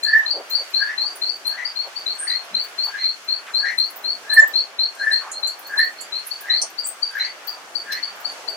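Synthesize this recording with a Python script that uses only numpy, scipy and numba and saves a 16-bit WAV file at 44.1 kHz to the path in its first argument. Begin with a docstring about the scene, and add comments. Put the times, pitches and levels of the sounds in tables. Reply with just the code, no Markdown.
"""A toucan croaks from a far treetop in a wet forest: uneven pulses ring two rising resonances.
Three small frogs pipe rising, throbbing notes, one of them fainter; trunks and leaves echo every caller.
Drops from the canopy burst on leaves as short sprays of band-limited noise, over a soft, flickering rain hiss.
Now and then an insect buzzes (noise in a sliding resonance) or a dull thud or rustle swells up."""
import sys
import numpy as np
from scipy import signal
from scipy.fft import rfft, irfft
from scipy.io import wavfile
from scipy.ndimage import uniform_filter1d
from numba import njit

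SR = 44100
rng = np.random.default_rng(int(sys.argv[2]) if len(sys.argv) > 2 else 0)


def persist_wave(psi):
    """Save psi, clipped to +-1, as 16-bit WAV."""
    counts = np.round(np.clip(psi, -1, 1) * 32767).astype(np.int16)
    wavfile.write(sys.argv[1], SR, np.atleast_2d(counts).T)


N = 377496  # length in samples

# rain colour: f/Hz, level per Hz/dB
RAIN_COLOUR = [(20, -40), (60, -35), (115, -23.5), (166, -16.5), (400, -4), (660, 1.5), (1500, 0.5),
               (3600, -8), (6400, -11.5), (11600, -21), (16000, -26)]
# how wide the rain spreads: f/Hz, side minus mid/dB
RAIN_SPREAD = [(30, -3), (85, -12), (125, -33), (300, -14.5), (700, -8), (2000, 0.5), (8000, 0)]
RAIN_DB = -42

# notes of each frog: t/s, level/dB, starting f/Hz before its waver
LOW_FROG_NOTES = [(.0376, -14, 4023), (.27, -15.5, 4055), (.513, -14, 4034), (.7465, -11.5, 4056),
                  (.985, -14, 4020), (1.2254, -13.5, 4035), (1.459, -15.5, 4026), (1.7637, -17.5, 4064),
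                  (2.068, -18, 3995), (2.306, -16, 3984), (2.5533, -14.5, 4035), (2.792, -14.5, 4044),
                  (3.044, -13, 4007), (3.289, -14.5, 4040), (3.548, -12, 4022), (3.788, -12.5, 4016),
                  (4.0495, -13.5, 4037), (4.304, -15.5, 4035), (4.5467, -12.5, 4033), (4.797, -14.5, 4022),
                  (5.122, -12, 4025), (5.4375, -13.5, 4008), (5.782, -14.5, 4023), (6.132, -17, 3975),
                  (6.509, -12, 3960)]
HIGH_FROG_NOTES = [(.078, -10, 4230), (.313, -7.5, 4196), (.557, -6, 4184), (.822, -11.5, 4194),
                   (1.068, -13, 4270), (1.2986, -13, 4220), (1.659, -12, 4330), (1.968, -14.5, 4270),
                   (2.283, -10.5, 4195), (6.319, -14.5, 4144), (6.573, -11.5, 4170), (6.791, -12, 4287),
                   (7.0335, -9.5, 4270), (7.2515, -12, 4240), (7.486, -12, 4280), (7.759, -10.5, 4244),
                   (8.0356, -11.5, 4240), (8.257, -12, 4240), (8.4864, -12.5, 4210)]
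FAR_FROG_NOTES = [(2.99, -25.5, 3980), (3.659, -26, 3980), (4.998, -33, 3980), (5.345, -30.5, 4060),
                  (5.645, -34.5, 4060), (5.99, -29, 4230), (7.212, -20, 3994), (7.927, -26, 3950)]
# direct sound and echoes of each caller: delay t/s, left level/dB, right level/dB
LOW_FROG_PATHS = [(0, 2, -6), (0.01, -14, -20), (0.017, -6.5, -5), (0.049, -12.5, -27)]
HIGH_FROG_PATHS = [(0, 0, -14), (.009, -11, -16), (.024, -18, -16), (.045, -16, -15), (.062, -22, -20)]
FAR_FROG_PATHS = [(0, -9, -12), (.021, -9, -9)]
TOUCAN_PATHS = [(0, 0, 0), (.008, -5, -4), (.021, -7, -6)]
LOW_TAIL_DB, HIGH_TAIL_DB, FAR_TAIL_DB, TOUCAN_TAIL_DB = -3, -13, .27, -0.5  # leaf scatter
EAR_LAG = 4  # samples

# drops bursting on leaves: t/s, level/dB, main band f/Hz, second band f/Hz, left minus right/dB
LEAF_DROPS = [(0.031, -34.5, 7160, 9400, -12), (0.179, -38, 14700, 5640, -1), (0.497, -27, 14700, 12900, 1),
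              (1.153, -33.5, 9700, 14900, 2), (1.468, -29, 11400, 9600, 8), (2.637, -38, 15200, 9100, 1),
              (2.844, -34.5, 14400, 11450, -3), (3.776, -35.5, 9700, 14850, -9),
              (3.899, -37, 11000, 14850, 6), (3.958, -30, 15030, 13300, -1), (4.333, -22, 8700, 10900, 0),
              (4.337, -27, 14600, 12150, 2), (4.472, -30.5, 13400, 15300, 4),
              (5.118, -34.5, 8500, 10900, 3), (5.3137, -24, 7000, 8600, -1), (5.4694, -26, 7220, 11200, -2),
              (5.589, -37.5, 14500, 10700, 8), (5.665, -35, 14500, 13400, -4), (5.783, -30, 9400, 12000, 3),
              (5.839, -39, 15200, 13500, -1.5), (6.0057, -29, 7300, 10950, -12.5),
              (6.264, -27, 10650, 13100, -5), (6.405, -31.5, 14340, 10400, -3.5),
              (6.6149, -14, 5840, 8700, 0), (6.8636, -25, 15100, 9400, 7), (7.468, -28, 13870, 15300, 4),
              (7.918, -26, 5300, 13900, 6.5), (8.198, -41, 14800, 12100, -8)]
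SPRAY_RISE_S, SPRAY_FALL_S = .009, 0.14
SPRAY_WIDTH_HZ = 1380  # of each of the three filters in a row

# toucan croaks, two swells each: opening peak t/s, level/dB, wait until main swell t/s, hold t/s,
# level/dB, lower resonance f/Hz, upper resonance f/Hz, width of its first filter f/Hz, left minus right/dB
TOUCAN_CROAKS = [(.088, -27, 0.052, 0.021, -15, 1733, 1798, 74, 0.5),
                 (0.829, -26, 0.043, 0.042, -31, 1636, 1766, 233, 2),
                 (1.545, -36.5, 0.033, 0.043, -32.5, 1636, 1980, 216, 4),
                 (2.225, -39.5, 0.044, 0.046, -34, 1585, 1950, 213, 1),
                 (2.952, -32, 0.023, 0.043, -37, 1654, 2000, 325, 4.5),
                 (3.646, -29.5, 0.013, 0.042, -27.5, 1677, 1887, 240, 7),
                 (4.32, -26, 0.049, 0.022, -18, 1680, 1781, 80.4, 0.5),
                 (5.035, -23.5, 0.031, 0.051, -25, 1640, 1760, 118, 4),
                 (5.74, -27.5, 0.052, 0.033, -23, 1643, 1792, 131, -0.5),
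                 (6.46, -36, 0.016, 0.043, -30, 1646, 1890, 242, 0),
                 (7.165, -25.5, 0.019, 0.061, -33.5, 1612, 1970, 317, 4.5),
                 (7.903, -30.5, 0.026, 0.046, -34.5, 1663, 1920, 352, 0)]
# pitches favoured by the long way through the trees: f/Hz, width f/Hz, left level/dB, right level/dB
TREE_RINGS = [(1660, 60, -4, -8), (1724, 40, -1, -7), (1782, 36, 0, 4)]
# overtones of the upper resonance: multiple, level/dB at average resonance width
CROAK_OVERTONES = [(2, -22), (3, -22.5)]
PULSE_HZ = 72.02  # average
OPEN_RISE_DB_S, OPEN_FALL_DB_S, MAIN_RISE_DB_S, MAIN_FALL_DB_S = 381, 341, 1299, 366
LOWER_WIDTH_HZ, SKIRT = 118, 1.52  # first filter's width; second filter's width over the first's
LOWER_CLIMB_HZ_S, CLIMB_PER_S = 900, 6.8  # the upper resonance climbs in widths per second
CLIMB_SPAN_S = 0.067  # both resonances climb this long before and after their middle
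CROAK_PLAIN_DB = -2  # croak without the tree rings

# dull thuds and rustles: t/s, level/dB, base f/Hz, base length t/s
DULL_THUDS = [(0.323, -34, 558, 0.093), (0.578, -40.5, 585, 0.051), (1.024, -40, 900, 0.04),
              (1.836, -38.5, 670, 0.051), (2.498, -49.5, 192, 0.082), (2.851, -37, 980, 0.053),
              (3.45, -38.5, 1370, 0.064), (3.462, -39, 2380, 0.036), (4.401, -35.5, 680, 0.045),
              (5.191, -35, 1160, 0.11), (5.747, -37, 900, 0.043), (6.599, -38.5, 700, 0.056),
              (7.918, -33, 3600, 0.014)]
THUD_DIP, THUD_SIDE_DB = 0.57, -11  # depth of the colour dip as a share of the base frequency

# insect buzzes: t/s, base length t/s, level/dB, first f/Hz, last f/Hz, left minus right/dB
INSECT_BUZZES = [(2.179, 0.11, -28, 8440, 8820, -1), (4.384, 0.063, -34.5, 7340, 7100, 11),
                 (6.837, 0.083, -27, 7460, 8290, 4)]

TOP_HZ = 16100


def undb(db):
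    """Turn decibels into a plain gain."""
    return 10 ** (np.asarray(db) / 20)


def colour(x, points):
    """Filter by (Hz, dB) points joined on a log-frequency axis."""
    hz, db = np.transpose(points)
    f = np.maximum(np.fft.rfftfreq(x.shape[-1], 1 / SR), 1)
    gain = undb(np.interp(np.log(f), np.log(hz), db))
    return irfft(rfft(x) * gain, x.shape[-1])


def unit(x):
    """Scale to an average (RMS) level of 1."""
    return x / np.sqrt(np.mean(x ** 2))


def add(out, x, s):
    """Mix x into out from time s on."""
    i = int(s * SR)
    out[..., i:i + x.shape[-1]] += x[..., :N - i]


def ears(x, pan_db):
    """Place a sound by making one ear louder than the other."""
    return x * undb(np.array([[pan_db], [-pan_db]]) / 2)


def band(x, hz, octaves):
    """Let one band through with a gentle two-pole filter."""
    low = hz * 2. ** (-octaves / 2)
    high = min(hz * 2. ** (octaves / 2), .45 * SR)
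    return signal.sosfilt(signal.butter(1, (low, high), "band", fs=SR, output="sos"), x)


def walk(rate):
    """Wander between random levels, each held 1 / rate s and smoothed twice; spread near 1."""
    k = int(SR / rate)
    steps = np.repeat(rng.standard_normal(N // k + 1), k)
    return 1.3 * uniform_filter1d(uniform_filter1d(steps, k), k)[:N]


@njit
def resonate(x, hz, width):
    """State-variable band-pass whose centre and width can move every sample."""
    y, b, l = np.empty(len(x)), 0., 0.
    for i in range(len(x)):
        g, k = np.tan(np.pi * hz[i] / SR), width[i] / hz[i]
        v = (b + g * (x[i] - l)) / (1 + g * (g + k))
        b, l, y[i] = 2 * v - b, l + 2 * g * v, k * v
    return y


def forest(x, paths, tail_db, t60, lag):
    """A few strong echoes off trunks, and a dense scatter off leaves, unrelated at the two ears."""
    t = np.arange(SR // 2) / SR
    # the scatter holds while near trees answer, then dies quickly: 60 dB down at t60 seconds
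    fade = (1 - np.exp(-t / .008)) * undb(-60 * (t / t60) ** 1.4)
    scatter = rng.standard_normal((2, len(t))) * fade
    response = undb(tail_db) * scatter / np.sqrt(np.sum(scatter ** 2, axis=1, keepdims=True))
    for s, left_db, right_db in paths:
        i = int(round(max(s, 0) * SR))
        response[0, i] += undb(left_db)
        response[1, i or lag] += undb(right_db)  # direct sound reaches the right ear lag samples late
    return signal.fftconvolve(x[None], response, axes=1)[:, :N]


def rain():
    """Far rain blurs into a hiss; its bands swell together while each flickers on its own."""
    spectrum = rfft(rng.standard_normal((2, N)))
    octave = np.log2(np.maximum(np.fft.rfftfreq(N, 1 / SR), 1) / 30)
    swell, hiss = walk(2.62), 0
    for k in range(10):
        part = irfft(spectrum * np.sqrt(np.clip(1 - np.abs(octave - k), 0, 1)), N)
        flicker_db = 1.7 + 0.6 * (k < 6) + 2.5 * (k < 3)  # low bands flicker most
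        hiss = hiss + part * undb(0.5 * swell + flicker_db * walk(7))
    mid, side = colour(hiss, RAIN_COLOUR)
    side = colour(side, RAIN_SPREAD)
    return undb(RAIN_DB) * np.array([mid + side, mid - side]) / np.std(mid)


def frog(notes, lead, length, rise_hz, fade_db, throb_hz, throb, steep, rough_db):
    """Each note swells in over the lead time, then throbs and fades as it slides up, each a bit differently."""
    out, t = np.zeros(N), np.arange(int(length * SR)) / SR
    after = np.maximum(t - lead, 0)
    shape = np.minimum(t / lead, 1) ** steep * np.minimum((length - t) / .01, 1) ** 2
    shape *= undb(fade_db * after / length)
    waver = 1 + .009 * walk(260)
    chances = rng.standard_normal((len(notes), 2))
    for (s, db, hz), (slide, pace) in zip(notes, chances):
        pitch = hz + (1 + 0.1064 * slide) * rise_hz * t / length
        pitch *= np.resize(waver[int(s * SR) - len(t) // 2:], len(t))
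        tone = np.sin(2 * np.pi * np.cumsum(pitch) / SR)
        beat = 1 - throb * np.sin(np.pi * throb_hz * (1 + 0.23 * pace) * after) ** 2
        add(out, undb(db) * shape * beat * tone, s - lead)
    return out * undb(rough_db * walk(160))  # an uneven rasp


def frogs():
    """Three frogs, each with its own voice and its own echo paths."""
    low = frog(LOW_FROG_NOTES, lead=0.015, length=.085, rise_hz=500, fade_db=-11,
               throb_hz=86.7, throb=0.54, steep=2.13, rough_db=3.77)
    high = frog(HIGH_FROG_NOTES, lead=.028, length=0.058, rise_hz=633, fade_db=-35.5,
                throb_hz=114, throb=0.58, steep=4.7, rough_db=2.5)
    far = frog(FAR_FROG_NOTES, lead=.03, length=0.085, rise_hz=521, fade_db=-20.5,
               throb_hz=65, throb=0.75, steep=1.48, rough_db=6.8)
    return (forest(low, LOW_FROG_PATHS, LOW_TAIL_DB, t60=0.17, lag=EAR_LAG)
            + forest(high, HIGH_FROG_PATHS, HIGH_TAIL_DB, t60=0.27, lag=EAR_LAG)
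            + forest(far, FAR_FROG_PATHS, FAR_TAIL_DB, t60=0.14, lag=0))


def splash(out, s, db, hz, second_hz, pan_db):
    """One drop: a faint tick, and spray in two narrow bands and a weaker chance band."""
    t = np.arange(SR // 6) / SR
    # droplets of unequal size make the spray crackle
    crackle_db = np.minimum(5.0 * rng.exponential(size=(3, 1, len(t))), 16)
    noise = rng.standard_normal((3, 2, len(t))) * undb(crackle_db)
    centres = [hz, second_hz, rng.uniform(6070, 15100)]
    fall_db = 60 * rng.uniform(0.73, 0.84)  # lost in every SPRAY_FALL_S
    spray = 0
    for n, f, level_db in zip(noise, centres, (0, -5, -11)):
        octaves = 1.44 * SPRAY_WIDTH_HZ / f  # width in Hz turned into octaves
        narrow = band(band(band(n, f, octaves), f, octaves), f, octaves)
        spray = spray + undb(level_db) * unit(narrow)
    rise = np.minimum(t / SPRAY_RISE_S, 1) * (1 + 2 * np.exp(-t / SPRAY_RISE_S)) / 2
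    spray = spray * rise * undb(-fall_db * t / SPRAY_FALL_S)
    tick = .08 * band(noise[0, 0], hz, 1.2) * np.exp(-t / .003)
    add(out, ears(undb(db) * (spray + tick), pan_db), s)


def drops():
    """The listed drops, and fifty faint ones at chance moments all around."""
    out = np.zeros((2, N))
    for row in LEAF_DROPS:
        splash(out, *row)
    for s, size, pitch, second, side in rng.random((50, 5)):
        splash(out, s * N / SR, -52 + 9 * size, 8000 + 7000 * pitch, 8000 + 7000 * second, 14 * (side - .5))
    return out


def surge(t, db, rise, fall):
    """Gain of a swell that climbs to its peak at t = 0 and dies away, both in dB per second."""
    return undb(db + rise * np.minimum(t, 0) - fall * np.maximum(t, 0))


def toucan():
    """Uneven pulses of the syrinx ring a lower, then an upper resonance that climbs as the bill opens."""
    t = np.arange(N) / SR
    gaps = (1 + .1 * rng.standard_normal(N // 200)) / PULSE_HZ
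    at = (np.cumsum(gaps) * SR).astype(int)
    pulses = 0.062 * rng.standard_normal(N)  # breathy rasp between the pulses
    pulses[at[at < N]] += undb(1.5 * rng.standard_normal(len(at)))[at < N]

    lower, upper, broad, pan_db = np.ones((4, N))
    opening = main = 0
    for k, croak in enumerate(TOUCAN_CROAKS):
        open_s, open_db, later_s, hold_s, main_db, open_hz, main_hz, width_hz, turn_db = croak
        early, late = t - open_s, t - open_s - later_s
        since = (t > open_s - .2) | (k == 0)  # each croak takes over just before it opens
        lower_climb = np.clip(early[since], -CLIMB_SPAN_S, CLIMB_SPAN_S)
        lower[since] = open_hz + LOWER_CLIMB_HZ_S * lower_climb
        # a wide-open bill, with its broad resonance, climbs fastest
        upper_climb = np.clip(late[since] - hold_s / 2, -CLIMB_SPAN_S, CLIMB_SPAN_S)
        upper[since] = main_hz + CLIMB_PER_S * width_hz * upper_climb
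        broad[since], pan_db[since] = width_hz, turn_db
        after = late - np.clip(late, 0, hold_s)  # stands still while the main swell holds
        swell = surge(early, open_db, OPEN_RISE_DB_S, OPEN_FALL_DB_S)
        opening = opening + swell * surge(after, 0, 0, MAIN_FALL_DB_S)
        main = main + surge(after, main_db, MAIN_RISE_DB_S, MAIN_FALL_DB_S)

    voice = 0
    lower_width = np.full(N, 1. * LOWER_WIDTH_HZ)
    for hz, width, effort in (lower, lower_width, opening), (upper, broad, main):
        hz = hz * (1 + .012 * walk(70))  # the pitch wavers
        ring = resonate(resonate(pulses, hz, width), hz, SKIRT * width) / np.sqrt(width)
        voice = voice + unit(ring) * uniform_filter1d(effort, 200)
    for multiple, db in CROAK_OVERTONES:
        hz, width = multiple * upper, multiple * broad
        ring = unit(resonate(resonate(pulses, hz, width), hz, width))
        # broader croaks have stronger overtones
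        voice = voice + undb(db) * ring * uniform_filter1d(main, 200) * broad / broad.mean()
    voice = voice * undb(2.23 * walk(60))  # the breath comes unevenly

    heard = forest(voice, TOUCAN_PATHS, TOUCAN_TAIL_DB, t60=0.18, lag=0)
    ringing = 0
    for hz, width, left_db, right_db in TREE_RINGS:
        ring = np.array([resonate(ear, np.full(N, 1. * hz), np.full(N, 1. * width)) for ear in heard])
        ringing = ringing + undb([[left_db], [right_db]]) * ring
    return (undb(CROAK_PLAIN_DB) * heard + ringing) * undb(np.array([pan_db, -pan_db]) / 2)


def thuds():
    """Soft swells of noise whose colour dips and comes back up."""
    out = np.zeros((2, N))
    for s, db, hz, length in DULL_THUDS:
        n = int(1.324 * length * SR)
        # 1.5 times the base frequency at both ends, 0.93 times in the middle
        centre = hz * (0.93 + THUD_DIP * np.linspace(-1, 1, n) ** 2)
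        layers = []
        for x in rng.standard_normal((2, n)):
            for _ in range(3):
                x = resonate(x, centre, centre)
            layers.append(unit(x))
        mid, side = layers
        stereo = mid + undb(THUD_SIDE_DB) * side * np.array([[1], [-1]])
        add(out, undb(db) * np.sqrt(np.hanning(n)) * stereo, s)
    return out


def insects():
    """Noise, like dense scraping clicks, rings a narrow wing resonance that slides in pitch."""
    out = np.zeros((2, N))
    for s, length, db, first_hz, last_hz, pan_db in INSECT_BUZZES:
        t = np.arange(int(2 * length * SR)) / SR
        hz = first_hz + (last_hz - first_hz) * np.minimum(t / (0.5 * length), 1)
        width = np.full(len(t), 500.0)
        buzz = []
        for _ in range(2):  # one per ear
            noise = rng.standard_normal(len(t))
            buzz.append(unit(resonate(resonate(noise, hz, width), hz, width)))
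        shape = np.minimum(t / (0.18 * length), 1) * undb(-30 * np.maximum(t / length - .65, 0))
        add(out, ears(undb(db) * shape * np.array(buzz), pan_db), s)
    return out


def scene():
    """Add up everything heard in the forest."""
    return rain() + frogs() + drops() + toucan() + thuds() + insects()


def record(dry):
    """A steep low-pass cuts off the very top of the treble."""
    return signal.sosfilt(signal.ellip(10, .2, 80, TOP_HZ, fs=SR, output="sos"), dry)


dry = scene()
out = record(dry)
persist_wave(out)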